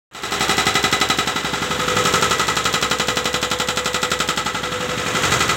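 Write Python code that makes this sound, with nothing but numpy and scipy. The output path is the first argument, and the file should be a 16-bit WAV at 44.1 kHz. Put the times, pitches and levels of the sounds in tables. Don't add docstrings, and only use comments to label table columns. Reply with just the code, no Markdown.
import sys
import numpy as np
from scipy import signal
from scipy.fft import rfft, irfft
from scipy.io import wavfile
from scipy.ndimage import uniform_filter1d

SR = 44100
rng = np.random.default_rng(int(sys.argv[2]) if len(sys.argv) > 2 else 0)


def int16_out(signal):
    q = np.round(np.clip(np.atleast_2d(signal).T, -1, 1) * 32767)
    wavfile.write(sys.argv[1], SR, q.astype(np.int16))


N = 245195
TIME_S = np.arange(N) / SR
SIZE = 16384
AGE_S = np.arange(SIZE) / SR
PITCH_HZ = np.arange(SIZE // 2 + 1) * SR / SIZE

FIRST_BLOW_S, START_GAP_S, BITTEN_S, BITTEN_GAP_S = .1468, .08653, 2.0506, .0860
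BLOW_S = np.r_[np.arange(FIRST_BLOW_S, BITTEN_S - START_GAP_S / 2, START_GAP_S),
               np.arange(BITTEN_S, N / SR - BITTEN_GAP_S / 2, BITTEN_GAP_S)]


# time_s, force_db, knock_db, housing_bark_db, high_ring_db
CONTACT = [(0.15, -20.5, -18, -4.5, -1), (0.75, -17, -23, -4, 3.5), (1.1, -16.3, -28, -3, 1),
           (1.35, -18, -17, -2.5, -1), (2.15, -17.8, -17.5, 0, -4), (2.52, -19.8, -15.5, -2, -5),
           (2.7, -16.8, -17, -2.5, -7), (3.05, -18.8, -15.5, -3.5, -2.5), (3.85, -19.8, -19.5, -6, -5),
           (4.25, -18.3, -18.5, -3.5, -5), (4.65, -20, -23, 0, -1), (5.0, -20.5, -30, -3, -3.5),
           (5.5, -18.5, -22, -2, 0)]

def breaker():
    times = BLOW_S + .00022 * rng.standard_normal(len(BLOW_S))
    force_db, knock_db, bark_db, ring_db = at_blows(CONTACT)
    crack_db = force_db + past_cars(clear_db=1.66, hidden_db=-5.8, close_db=-.2)
    thump_db = force_db + past_cars(clear_db=-8.6, hidden_db=.8, close_db=4)
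    echo_db = past_cars(clear_db=-23.5, hidden_db=-2, close_db=4)
    treble_db = past_cars(clear_db=-1.2, hidden_db=-1.9, close_db=2.8)
    tone = treble_ripple() * bite(bark_db)
    direct_tone = tone * treble_gain(treble_db) * peak_gain(ring_db, hz=2020, width_hz=150)
    return (valve_click(times, crack_db - 14, direct_tone)
            + steel_crack(times, crack_db, direct_tone)
            + hollow_knock(times, knock_db - 5, tone)
            + echoes(times, echo_db, tone)
            + chisel_ring(times, (crack_db + echo_db) / 2 + .29 * ring_db + .9)
            + road_thump(times, thump_db))


def steel_crack(times, level_db, tone):
    colour_db = steel_colour(sharpness=.78, tilt_db_per_octave=.87, clang_db=-.3)
    return on_blows(times, bursts(colour_db, tone, rise_s=.00047, decay_s=.11), level_db)


# pitch_hz, level_db
STEEL_COLOUR = [(60, -17.5), (140, -2.5), (280, -1.5), (430, -2), (600, -5.5), (1000, -11.5), (1500, -7.5),
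                (2200, -8.5), (3300, -7), (4400, -10.5), (6000, -12), (7900, -14), (9700, -29),
                (12000, -30.5), (15500, -31)]
# pitch_hz, width_hz, boost_db
HOUSING_PEAKS = [(734, 52, 7.5), (868, 137, 9.5), (1062, 47, 10.5), (1138, 50, 6), (1278.4, 58, 17),
                 (1360, 171, 18), (1640, 89, 11), (1750, 58, 5), (2011, 112, 15.5), (2440, 150, 9),
                 (2596, 34, 6), (2895, 105, 8), (3060, 32, 9), (3360, 82, 7.5), (3824, 110, 10),
                 (3967, 150, 7.5), (5200, 81, 0), (5320, 110, 2), (6100, 160, -1), (7170, 220, 7.5),
                 (7970, 110, 7), (11400, 450, 5.5), (14300, 662, 3)]

def steel_colour(sharpness, tilt_db_per_octave, clang_db):
    peaks = sum(db / (1 + (2 * (PITCH_HZ - hz) / width) ** 2) for hz, width, db in HOUSING_PEAKS)
    clang = clang_db / (1 + ((PITCH_HZ - 3200) / 700) ** 2)
    tilt = tilt_db_per_octave * np.log2(np.maximum(PITCH_HZ, 200) / 2000)
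    return at_pitches(STEEL_COLOUR) + sharpness * peaks + clang + tilt


# time_s, pitch_hz
CLANG_PATH = [(1.1, 3930), (2.1, 3200), (4.7, 3300), (5.1, 2090)]

def bite(bark_db):
    clang_hz, = at_blows(CLANG_PATH)
    return peak_gain(db=3, hz=clang_hz, width_hz=300) * peak_gain(bark_db, hz=1330, width_hz=280)


# pitch_hz, level_db
VALVE_COLOUR = [(500, -21), (2600, -31), (3500, 4), (4400, 5), (7900, 4), (9700, -15), (15000, -6.5)]

def valve_click(times, level_db, tone):
    clicks = bursts(at_pitches(VALVE_COLOUR), tone, rise_s=.00066, decay_s=.031)
    return on_blows(times, clicks, level_db, delay_s=-.0118)


# pitch_hz, level_db
KNOCK_COLOUR = [(400, -15), (710, -13), (865, 5), (1005, -16), (1280, 7), (1400, 5), (1600, -11),
                (2400, -36)]

def hollow_knock(times, level_db, tone):
    knocks = bursts(at_pitches(KNOCK_COLOUR), tone, rise_s=.00047, decay_s=.02)
    return on_blows(times, knocks, level_db, delay_s=.0022)


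# pitch_hz, level_db, decay_s
CHISEL_NOTES = [(699, -22, 0.53), (808, -20, 0.48), (1033, -17, 0.45), (1257, -11.5, 0.39),
                (1400, -37, 0.25), (1956, -14, 0.68), (2004, -12.5, 0.62), (2428, -14, 0.19),
                (3213, -5.5, 0.089), (3500, -32, 0.19), (3820, -16, 0.13), (4260, -13.5, .11),
                (7500, -31, 0.098)]

def chisel_ring(times, level_db):
    notes = np.array([from_db(db - 60 * AGE_S / decay_s) * np.sin(2 * np.pi * hz * AGE_S)
                      for hz, db, decay_s in CHISEL_NOTES])
    seat_db = 1.8 * scatter(alike=.8)[:, :len(CHISEL_NOTES)]
    return on_blows(times, from_db(seat_db) @ notes, level_db, delay_s=.000994)


# pitch_hz, level_db
THUMP_COLOUR = [(50, -27.5), (100, -7), (165, 5.5), (235, -1.5), (310, -3.5), (420, -16), (900, -40.5)]

def road_thump(times, level_db):
    pulse = irfft(colour_filter(at_pitches(THUMP_COLOUR)))
    pulse /= np.sqrt(np.mean(pulse[AGE_S < .011] ** 2))
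    thumps = [pulse] * len(times)
    return (on_blows(times, thumps, level_db, delay_s=-.00086)
            + on_blows(times, thumps, level_db - 9.5, delay_s=.0173))


# pitch_hz, decay_s, quiet_db, singing_db, start_s, end_s
BOOM_NOTES = [(404.9, .15, -48, -35, 0.15, 2.43), (452.6, 0.84, -45, -36.5, 1.8, 3.37),
              (764.5, .16, -47, -35, 0.3, 1.54), (851, 0.13, -46, -38, 2.6, 4.76)]
# time_s, level_db
WHINE_LEVELS = [(0.1, -38), (1.55, -39.5), (1.97, -25), (2.5, -38.5), (3.15, -31.5), (4.15, -31.5),
                (4.45, -42), (4.8, -28), (5.56, -39)]

def boom():
    lesser, changeover_s = np.zeros(N), .085
    for hz, decay_s, quiet_db, singing_db, start_s, end_s in BOOM_NOTES:
        singing = (np.tanh((TIME_S - start_s) / changeover_s)
                   - np.tanh((TIME_S - end_s) / changeover_s)) / 2
        level_db = quiet_db + (singing_db - quiet_db) * singing
        lesser += boom_note(hz, decay_s, swell_db=4.5) * from_db(level_db)
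    lesser *= from_db(past_cars(clear_db=0, hidden_db=-5, close_db=4, t=TIME_S))
    whine_db = np.interp(TIME_S, *np.transpose(WHINE_LEVELS))
    return lesser + boom_note(hz=498.5, decay_s=1, swell_db=4) * from_db(whine_db)


def boom_note(hz, decay_s, swell_db):
    kicks = np.zeros(N)
    kicks[(BLOW_S * SR).astype(int)] = from_db(.82 * rng.standard_normal(len(BLOW_S)))
    beat = np.interp(TIME_S, BLOW_S, np.arange(len(BLOW_S)))
    swell = from_db(swell_db * np.cos(2 * np.pi * (beat - .55)))
    fade, turn = from_db(-60 / (decay_s * SR)), 2 * np.pi * hz / SR
    ring = swell * signal.lfilter([0, np.sin(turn)], [1, -2 * fade * np.cos(turn), fade ** 2],
                                  kicks + 1e-18)
    slow_power = np.abs(uniform_filter1d(ring ** 2, size=11400))
    return ring / np.sqrt(slow_power + 1e-3)


def echoes(times, first_db, tone):
    reach_s = .91
    reflecting = sum(np.exp(-((BLOW_S - nearest_s) / reach_s) ** 2) for nearest_s, *_ in PASSING_CARS)
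    second_db = -25.5 + 10 * np.log10(reflecting)
    tone = tone * treble_gain(past_cars(clear_db=-1.5, hidden_db=-.5, close_db=4.5))
    first_colour = steel_colour(sharpness=.88, tilt_db_per_octave=.76, clang_db=-6)
    second_colour = steel_colour(sharpness=.61, tilt_db_per_octave=-.5, clang_db=0)
    first = bursts(first_colour, tone, rise_s=.0009, decay_s=.12)
    second = bursts(second_colour, tone, rise_s=.00053, decay_s=.22)
    return (on_blows(times, first, first_db, delay_s=.0175)
            + on_blows(times, second, second_db, delay_s=.037))


def treble_ripple():
    rough = scatter(alike=.96)[:, :len(PITCH_HZ)]
    ripple = rms_one(uniform_filter1d(uniform_filter1d(rough, size=40), size=40))
    return from_db(2.2 * ripple * np.clip((PITCH_HZ - 2500) / 2000, 0, 1))


# pitch_hz, level_db
RUMBLE_COLOUR = [(45, -38), (70, -11), (110, -0.5), (170, -9.5), (230, -8.5), (330, -8.5), (450, -9.5),
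                 (600, -12.5), (900, -58)]
ROAR_COLOUR = [(200, -44), (350, -9), (620, -11.5), (1150, -5.5), (1290, -4), (1500, -5), (2000, -9),
               (2200, -10.5), (3300, -10.5), (4500, -28), (6000, -40)]
HISS_COLOUR = [(2060, -30), (3500, -2), (3900, -0.5), (4530, -27), (6100, -10), (7140, -5), (8050, -11.5),
               (10000, -23), (14600, -25), (15800, -31)]
# nearest_s, half_pass_s, hiding_s, half_hiding_s, rumble_db, roar_db, hiss_db
PASSING_CARS = [(0.4, 0.36, -1, .22, -33.5, -26.5, -39), (2.08, 0.26, 1.62, .38, -32.5, -26.5, -33),
                (5.29, .16, 4.8, .39, -27.5, -24, -31)]

def traffic():
    colours, distant_db = (RUMBLE_COLOUR, ROAR_COLOUR, HISS_COLOUR), (-42, -33.5, -40)
    out = np.zeros(N)
    for colour, far_db, cars_db in zip(colours, distant_db, np.transpose(PASSING_CARS)[-3:]):
        far_power = from_db(far_db - 7 * hidden(TIME_S)) ** 2
        near_power = from_db(cars_db) ** 2 @ closeness(TIME_S)
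        out += noise(colour) * np.sqrt(far_power + near_power)
    return out


def closeness(t):
    return np.array([1 / (1 + ((t - nearest_s) / half_s) ** 2) for nearest_s, half_s, *_ in PASSING_CARS])


def hidden(t=BLOW_S):
    shadows = sum(np.exp(-((t - hiding_s) / half_s) ** 4) for _, _, hiding_s, half_s, *_ in PASSING_CARS)
    return np.minimum(shadows, 1)


def past_cars(clear_db, hidden_db, close_db, t=BLOW_S):
    return clear_db + hidden_db * hidden(t) + close_db * closeness(t).sum(axis=0)


# pitch_hz, level_db
DIESEL_COLOUR = [(20, -34), (42, -38), (55, -29), (62, -3), (66, 8), (70, -5), (80, -13), (95, -21),
                 (140, -52)]

def diesel():
    drone = noise(DIESEL_COLOUR)
    even = rms_one(drone / np.sqrt(uniform_filter1d(drone ** 2, size=2600) + .19))
    return even * from_db(-43 + 3 * closeness(TIME_S).sum(axis=0))


def bursts(colour_db, tone, rise_s, decay_s):
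    attack = 1 - np.exp(-AGE_S / (rise_s + .0022 * hidden()[:, None]))
    spectra = rfft(scatter(alike=.94) * attack * from_db(-60 * AGE_S / decay_s))
    power, low_share = np.abs(spectra) ** 2, 1 / (1 + (PITCH_HZ / 3000) ** 4)
    narrow, wide = uniform_filter1d(power, size=45), uniform_filter1d(power, size=300)
    spectra /= np.sqrt(low_share * narrow + (1 - low_share) * wide + 1e-12)
    trimmed = irfft(spectra * tone) * (AGE_S < AGE_S[-1] * .8) * attack
    sounds = irfft(rfft(trimmed) * colour_filter(colour_db))
    return sounds / np.sqrt(np.mean(sounds[:, AGE_S < .016] ** 2))


def scatter(alike):
    patterns, keep = rng.standard_normal((len(BLOW_S), SIZE)), alike - .25 * hidden()
    for k in range(1, len(patterns)):
        patterns[k] = keep[k] * patterns[k - 1] + np.sqrt(1 - keep[k] ** 2) * patterns[k]
    return patterns


def on_blows(times, sounds, level_db, delay_s=0):
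    out = np.zeros(N + 2 * SIZE)
    for blow_s, sound, gain in zip(times, sounds, from_db(level_db)):
        start = max(int((blow_s + delay_s) * SR), 0)
        out[start:start + SIZE] += gain * sound
    return out[:N]


def at_blows(rows):
    time_s, *columns = np.transpose(rows)
    return [np.interp(BLOW_S, time_s, column) for column in columns]


def at_pitches(colour, hz=PITCH_HZ):
    table_hz, db = np.transpose(colour)
    return np.interp(np.log(np.maximum(hz, 1)), np.log(table_hz), db)


def peak_gain(db, hz, width_hz):
    offset = (PITCH_HZ - np.reshape(hz, (-1, 1))) / width_hz
    return from_db(np.reshape(db, (-1, 1)) / (1 + offset ** 2))


def treble_gain(db):
    return from_db(np.outer(db, 1 - 1 / (1 + (PITCH_HZ / 4300) ** 6)))


def colour_filter(db):
    cepstrum = irfft(np.log(from_db(db)))
    cepstrum[1:SIZE // 2] *= 2
    cepstrum[SIZE // 2 + 1:] = 0
    return np.exp(rfft(cepstrum))


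def noise(colour):
    hz = np.arange(N // 2 + 1) * SR / N
    return rms_one(irfft(rfft(rng.standard_normal(N)) * from_db(at_pitches(colour, hz)), N))


def from_db(db):
    return 10 ** (np.asarray(db) / 20)


def rms_one(x):
    return x / np.sqrt(np.mean(x ** 2) + 1e-20)


def scene():
    return (breaker() + boom() + diesel() + traffic())[None]


def record(dry):
    open_s, fade_s, bass_cut_hz, top_cut_hz = .112, (.09, .47), 54, 15900
    thin = signal.sosfilt(signal.butter(6, bass_cut_hz, "high", fs=SR, output="sos"), dry)
    opened = thin * np.interp(TIME_S, fade_s, [0, 1]) * (TIME_S > open_s)
    rounded = opened / (1 + (opened / .66) ** 4) ** .25
    return signal.sosfilt(signal.ellip(12, .1, 80, top_cut_hz, fs=SR, output="sos"), rounded)


dry = scene()
out = record(dry)
int16_out(out)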